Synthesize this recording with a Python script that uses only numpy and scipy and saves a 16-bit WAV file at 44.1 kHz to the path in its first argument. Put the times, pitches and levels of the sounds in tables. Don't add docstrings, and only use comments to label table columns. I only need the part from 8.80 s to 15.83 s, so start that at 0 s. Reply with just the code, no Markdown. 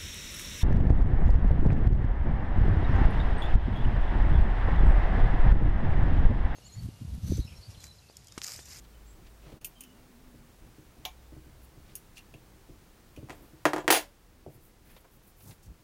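import sys
import numpy as np
from scipy import signal
from scipy.fft import rfft, irfft, next_fast_len
from scipy.io import wavfile
from scipy.ndimage import uniform_filter1d

SR = 44100
rng = np.random.default_rng(int(sys.argv[2]) if len(sys.argv) > 2 else 0)


def output_pcm(signal):
    pcm = np.clip(np.atleast_2d(signal).T, -1, 1) * 32767
    wavfile.write(sys.argv[1], SR, np.round(pcm).astype(np.int16))


N = 310020
T = np.arange(N) / SR
RING = T[:SR // 2]
SEAT_S, SEAT_ATTACK_S, SEAT_HOLD_S = 5.103, 0.0074, 0.061


def undb(db):
    return 10 ** (np.asarray(db) / 20)


def unit(x):
    return x / np.sqrt(np.sum(x ** 2))


def rms_one(x):
    return x / np.std(x)


def cut(x, hz, kind, order=2):
    return signal.sosfilt(signal.butter(order, hz, kind, fs=SR, output="sos"), x)


def colour(x, points):
    size = 2 * next_fast_len(len(x))
    hz, db = np.transpose(points)
    bins = np.maximum(np.fft.rfftfreq(size, 1 / SR), 1)
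    gain = undb(np.interp(np.log(bins), np.log(hz), db))
    cepstrum = irfft(np.log(gain))
    cepstrum[1:size // 2] *= 2
    cepstrum[size // 2 + 1:] = 0
    return irfft(rfft(x, size) * np.exp(rfft(cepstrum)))[:len(x)]


def band(x, hz, width_hz):
    size = 2 * next_fast_len(len(x))
    bins = np.maximum(np.fft.rfftfreq(size, 1 / SR), 1)
    detuning = (bins ** 2 - hz ** 2) / (bins * width_hz)
    return irfft(rfft(x, size) / (1 + detuning ** 2), size)[:len(x)]


def walk(rate):
    hold = int(SR / rate)
    steps = np.repeat(rng.standard_normal(N // hold + 1), hold)
    return rms_one(uniform_filter1d(steps, hold)[:N])


def add(track, start_s, sound):
    start = int(start_s * SR)
    track[start:start + len(sound)] += sound[:N - start]


def decay(t60):
    return np.exp(-np.log(1000) * RING / t60)


def envelope(start_s, attack_s, hold_s, t60_s, sag_db_per_s=0):
    held = T - start_s - attack_s
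    sag_db = -sag_db_per_s * np.clip(held, 0, hold_s)
    fade_db = -60 * np.maximum(held - hold_s, 0) / t60_s
    attack = np.clip((T - start_s) / attack_s, 0, 1)
    return attack * undb(np.maximum(sag_db + fade_db, -200))


def new_texture():
    return rng.standard_normal((2, len(RING)))


def response(modes, wash, texture, ring_db, crack_db, early_t60, room_db, room_t60, scatter_db):
    scatter = scatter_db * rng.standard_normal((len(modes), 2))[:, 0]
    rings = np.zeros(len(RING))
    for k, (hz, db, t60) in enumerate(modes):
        sign = (-1) ** k
        rings += sign * undb(db + scatter[k]) * decay(t60) * np.sin(2 * np.pi * hz * RING)
    early, room = texture
    tail = unit(room * (decay(room_t60) - decay(0.021)))
    dense = unit(early * decay(early_t60)) + undb(room_db) * tail
    dense[0] += undb(crack_db)
    return unit(colour(dense, wash)) + undb(ring_db) * unit(rings)


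def blows(table, body):
    out, own = np.zeros(N), new_texture()
    for s, db, contact_hz, low_hz, tick_db in table:
        ring = cut(body(own + new_texture()), low_hz, "high")
        push = cut(ring, contact_hz, "low", order=3)
        tick = undb(tick_db) * cut(ring, contact_hz, "high", order=3)
        add(out, s, undb(db) * unit(push + tick) * np.sqrt(SR / 50))
    return out


def hardness(contact_hz):
    return np.log2(contact_hz / 1000)


def impacts(force, rate, spread_db):
    happens = rng.random(N) < rate / SR
    strength = undb(spread_db * rng.standard_normal(N))
    pushes = happens * strength * rng.choice([-1, 1], N)
    return rms_one(pushes) * force


def air(restless_db=1.7):
    # f/Hz, level/dB per Hz
    air_spectrum = [(12, -31), (20, 1.5), (37, 2.5), (101, -7), (134, -6.5), (172, -9.5), (241, -10),
                    (277, -16), (310, -10.5), (337, -12.5), (624, -19.5), (718, -19), (3250, -28.5),
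                    (13500, -34), (16000, -30.5)]
    # t/s, level/dB
    air_level = [(0, -55), (4.8, -55.5), (5.35, -58), (7.03, -58)]
    noise = rms_one(colour(rng.standard_normal(N), air_spectrum))
    rumble = cut(noise, 450, "low", order=1)
    stirred = noise + rumble * (undb(restless_db * walk(12)) - 1)
    return stirred * undb(np.interp(T, *np.transpose(air_level)))


def drones(waver=0.042, flutter_db=1.6, edge_s=.06):
    # start t/s, end t/s, f/Hz, level/dB
    hums = [(-.1, 0.818, 53.5, -54), (0.947, 1.74, 245, -63), (2.21, 2.95, 62.1, -57)]
    out = np.zeros(N)
    for start, end, hz, db in hums:
        gate = np.clip(np.minimum(T - start, end - T) / edge_s, 0, 1)
        phase = 2 * np.pi * np.cumsum(hz * (1 + waver * walk(34.5))) / SR
        out += np.sqrt(2) * np.sin(phase) * gate * undb(db + flutter_db * walk(21.98))
    return out


def bird(blur=0.021, flutter_db=2.5, attack_s=0.04):
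    # start t/s, length/s, starting f/Hz, glide/(Hz per s), level/dB
    calls = [(.11, .15, 3100, -1000, -74), (.25, .13, 7450, 4000, -67), (.935, .32, 3160, -1400, -66)]
    out = np.zeros(N)
    for start, length, hz, glide, db in calls:
        pitch = hz + glide * np.clip(T - start, 0, length)
        phase = 2 * np.pi * np.cumsum(pitch * (1 + blur * walk(400))) / SR
        swell = np.interp(T - start, [0, attack_s, length], [0, 1, 0])
        out += np.sqrt(2) * np.sin(phase) * swell * undb(db + flutter_db * walk(59.5))
    return out


def rubs(grain_db=2.0):
    # centre t/s, length/s, level/dB, centre f/Hz
    firm_strokes = [(.048, .03, -66, 2700), (0.466, .052, -65, 2840), (.686, .18, -63.5, 2400),
                    (0.696, .19, -60, 460), (3.101, .12, -65.5, 2600), (3.377, 0.046, -55, 4400),
                    (4.52, 0.09, -65, 6500), (4.621, .27, -60, 278), (6.115, .14, -64.5, 1910),
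                    (6.684, .14, -59.5, 7250), (6.689, .1, -62.5, 700), (6.684, .14, -50, 90),
                    (6.852, 0.062, -62.5, 7600), (6.897, 0.099, -43.5, 50)]
    # centre t/s, length/s, level/dB
    airy_strokes = [(2.839, .061, -64), (4.63, .26, -68.5), (5.743, .13, -66), (5.855, .14, -64.5),
                    (6.137, 0.23, -63.5), (6.34, .1, -66.5), (6.474, .11, -64), (6.663, 0.23, -59)]
    width_share = 1.42
    brush_hz, brush_width_hz = 12800, 9800
    firm = [(s, length, db, hz, width_share * hz) for s, length, db, hz in firm_strokes]
    airy = [(s, length, db, brush_hz, brush_width_hz) for s, length, db in airy_strokes]
    out, grain = np.zeros(N), undb(grain_db * walk(160))
    for s, length, db, hz, width_hz in firm + airy:
        size = int(length * SR)
        stroke = rms_one(band(rng.standard_normal(len(RING)), hz, width_hz))[:size]
        swell = np.sin(np.linspace(0, np.pi, size))
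        add(out, s - length / 2, undb(db) * stroke * swell)
    return out * grain


def case(texture):
    # f/Hz, level/dB per Hz
    case_wash = [(200, -8), (450, 7), (900, -1.5), (1400, -7), (2300, -3.5), (6000, -6), (14000, -5)]
    return colour(texture[0] * decay(0.086), case_wash)


def case_ticks(low_cut_hz=450, tick_db=-20):
    # t/s, level/dB, contact cut-off f/Hz
    nails = [(6.164, -56.5, 3830), (6.245, -58.5, 1500), (6.605, -63.5, 6000), (6.708, -57, 5000),
             (6.728, -66, 14000)]
    return blows([(s, db, hz, low_cut_hz, tick_db) for s, db, hz in nails], case)


def bench(texture):
    # f/Hz, level/dB, t60/s
    bench_modes = [(78, 2.5, .15), (115.6, 9.5, 0.062), (144, 5.5, .13), (233, -8, 0.083), (312, 1.5, 0.23),
                   (367, -0.5, 0.13), (485, -9.5, 0.037), (571, -2.5, .12)]
    # f/Hz, level/dB per Hz
    bench_wash = [(40, 2), (130, -5), (400, -1), (700, -4.5), (1200, -22), (3000, -28), (9000, -37.5)]
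    return response(bench_modes, bench_wash, texture, ring_db=2, crack_db=0, early_t60=0.049,
                    room_db=-5.5, room_t60=.27, scatter_db=2.5)


def thuds(low_cut_hz=76, tick_db=-20):
    # t/s, level/dB, contact cut-off f/Hz
    bumps = [(.662, -48.5, 480), (.727, -46.5, 520), (1.541, -51, 400), (1.983, -49, 407),
             (2.522, -48.5, 430), (2.566, -46, 392), (2.66, -51.5, 350), (2.968, -51, 350),
             (3.540, -48, 700), (3.890, -47.5, 400), (4.3752, -41.5, 460), (4.4285, -41.5, 400),
             (4.498, -47, 520), (4.733, -50.5, 400), (5.6636, -42, 850), (5.684, -49.5, 800),
             (5.748, -52.5, 250), (5.773, -54.5, 410)]
    return blows([(s, db, hz, low_cut_hz, tick_db) for s, db, hz in bumps], bench)


def small_steel(texture):
    # f/Hz, level/dB, t60/s
    clink_modes = [(2720, -8, .07), (3000, -10, 0.1), (4600, -15, 0.068), (5700, -10, 0.11),
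                   (6550, -3, 0.069), (8740, -10, 0.081), (9700, -19, .07), (9850, 10.5, 0.053),
                   (9850, -13, 0.25), (12280, 2, 0.049), (12490, -7, .12), (13500, 1.5, .1),
                   (14700, -2, .08), (14780, -9, .08)]
    # f/Hz, level/dB per Hz
    clink_wash = [(1500, -20), (2200, -8), (2750, 2.5), (3800, -14), (5000, -10), (6600, -6), (7800, -9.5),
                  (9800, 2), (11200, -7.5), (12400, -5), (13300, -1), (14300, 7), (16000, -31)]
    return response(clink_modes, clink_wash, texture, ring_db=-1, crack_db=-27, early_t60=0.02,
                    room_db=-2.5, room_t60=0.094, scatter_db=2.5)


def clinks():
    # t/s, level/dB, contact cut-off f/Hz, low cut f/Hz
    touches = [(.8135, -63, 7000, 2000), (.8458, -39.5, 14000, 1990), (.8478, -41, 13800, 2000),
               (1.0072, -47, 11000, 1500), (1.0365, -54.5, 7040, 1500), (3.1535, -41.5, 11100, 4400),
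               (3.3705, -53.5, 4020, 1500), (3.380, -52.5, 4000, 1500), (3.5395, -56, 3300, 1500),
               (4.363, -57.5, 4000, 1800)]
    tick_db, tick_db_per_octave = -45.5, 11.5
    contacts = []
    for s, db, hz, low_hz in touches:
        contacts.append((s, db, hz, low_hz, tick_db + tick_db_per_octave * hardness(hz)))
    return blows(contacts, small_steel)


def fitting(texture):
    # f/Hz, level/dB, t60/s
    fitting_modes = [(738, -1, 0.13), (865, -4.5, 0.17), (1068, -8, 0.15), (2040, -32, .18),
                     (2324, -6.5, 0.17), (3525, -5, 0.13), (5889, -16, .14), (6530, -17, .14),
                     (6600, -13, 0.14), (9760, -12, 0.12), (11540, -13, .11), (12600, -13, 0.11),
                     (14800, -9, .08)]
    # f/Hz, level/dB per Hz
    fitting_wash = [(400, -8.5), (780, 3.5), (1500, -11), (3300, 3), (4500, -8.5), (6700, -7), (8300, -26),
                    (12000, -11.5), (15000, -12)]
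    return response(fitting_modes, fitting_wash, texture, ring_db=-6, crack_db=-12, early_t60=0.031,
                    room_db=-6.0, room_t60=0.15, scatter_db=0.5)


def fitting_tap():
    # t/s, level/dB, contact cut-off f/Hz, low cut f/Hz, sharp tick level/dB
    taps = [(2.2518, -35, 12000, 280, 0)]
    return blows(taps, fitting)


def housing(texture):
    # f/Hz, level/dB, t60/s
    housing_modes = [(147, -10, 0.18), (302.4, 2, 0.17), (364, 3.5, .1), (412, -9, 0.15), (503, -2.5, 0.11),
                     (569, -9.5, 0.27), (662, 2, 0.083), (704, 0.5, 0.089), (830, -7.5, 0.047),
                     (889, -9.5, 0.16), (951, -5.5, 0.11), (1004, -18, 0.28), (1049, -15.5, .16),
                     (1165, -20, 0.2), (1417, -4, 0.087), (1580, -22, 0.15), (1690, -9.5, 0.17),
                     (1846, -10.5, 0.18), (1978, -10, 0.054), (2390, -14, .13), (2760, -14.5, 0.086),
                     (2747, -6.5, 0.11), (3170, -28, .15), (3230, -4, 0.11), (3750, -21, 0.074),
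                     (4140, -10, 0.092), (4150, -17.5, 0.13), (6490, -2, .1), (7773, -18, 0.14)]
    # f/Hz, level/dB per Hz
    housing_wash = [(90, -29.5), (200, -13), (300, -3.5), (420, -1), (750, 2), (1200, -4), (2000, -3.5),
                    (3000, -4.5), (5000, -7.5), (7500, -11.5), (11000, -13.5), (14500, -18), (16000, -26)]
    return response(housing_modes, housing_wash, texture, ring_db=-4.5, crack_db=-1, early_t60=0.063,
                    room_db=-5, room_t60=0.19, scatter_db=2.0)


def scrape(contact_hz=2800, zing_hz=7300, zing_width_hz=1500, zing_db=-3):
    ring = cut(housing(new_texture()), 300, "high")
    ring = cut(ring, contact_hz, "low", order=3) + undb(zing_db) * band(ring, zing_hz, zing_width_hz)
    force = undb(-44) * envelope(start_s=4.932, attack_s=.05, hold_s=.02, t60_s=.11)
    return signal.fftconvolve(impacts(force, rate=710, spread_db=1.5), unit(ring))[:N]


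def chatter(level_db=-26, sag_db_per_s=12, t60_s=0.09, low_hz=350):
    force = undb(level_db) * envelope(SEAT_S, SEAT_ATTACK_S, SEAT_HOLD_S, t60_s, sag_db_per_s)
    ring = cut(housing(new_texture()), low_hz, "high", order=3)
    return signal.fftconvolve(impacts(force, rate=700, spread_db=0), unit(ring))[:N]


def squeal(waver_hz=14, flutter_db=1.8):
    # f/Hz, level/dB, sag/(dB per s), t60/s
    singing_modes = [(9870, -29, 71, 0.12), (14200, -38, 140.5, .19), (14900, -27, 240, .15)]
    out = np.zeros(N)
    for hz, db, sag_db_per_s, t60 in singing_modes:
        phase = 2 * np.pi * np.cumsum(hz + waver_hz * walk(230)) / SR
        swell = envelope(SEAT_S, SEAT_ATTACK_S, SEAT_HOLD_S, t60, sag_db_per_s)
        out += np.sqrt(2) * np.sin(phase) * swell * undb(db + flutter_db * walk(180))
    return out


def clanks():
    # t/s, level/dB, contact cut-off f/Hz
    strikes = [(4.4875, -53, 1300), (4.4965, -45, 2430), (4.5045, -44.5, 2530), (4.528, -52.5, 2100),
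               (4.8540, -17.5, 1850), (4.9338, -26.5, 1540), (4.9626, -31.5, 1450), (4.9815, -32, 1230),
               (5.044, -43.5, 650), (5.0790, -21, 2400), (5.1034, -18, 3200), (5.1058, -20, 7500),
               (5.1250, -21, 7000), (5.1478, -27, 3580)]
    low_cut_hz, low_cut_rise = 80, 1.6
    tick_db, tick_db_per_octave = -22, 9.5
    contacts = []
    for s, db, hz in strikes:
        low_hz = low_cut_hz * low_cut_rise ** hardness(hz)
        contacts.append((s, db, hz, low_hz, tick_db + tick_db_per_octave * hardness(hz)))
    return blows(contacts, housing)


def scene():
    metal = clanks() + clinks() + fitting_tap()
    sliding = scrape() + chatter() + squeal()
    handling = thuds() + case_ticks() + rubs()
    background = drones() + bird() + air()
    return (metal + sliding + handling + background)[None]


def record(dry):
    dip_s, dip_db, fall_s, rise_s = .803, -18, .026, .012
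    ceiling, top_hz = .66, 15900
    dip = undb(np.interp(T - dip_s, [-fall_s, 0, rise_s], [0, dip_db, 0]))
    rounded = ceiling * np.tanh(dry * dip / ceiling)
    return signal.sosfilt(signal.ellip(10, .2, 70, top_hz, fs=SR, output="sos"), rounded)


dry = scene()
out = record(dry)
output_pcm(out)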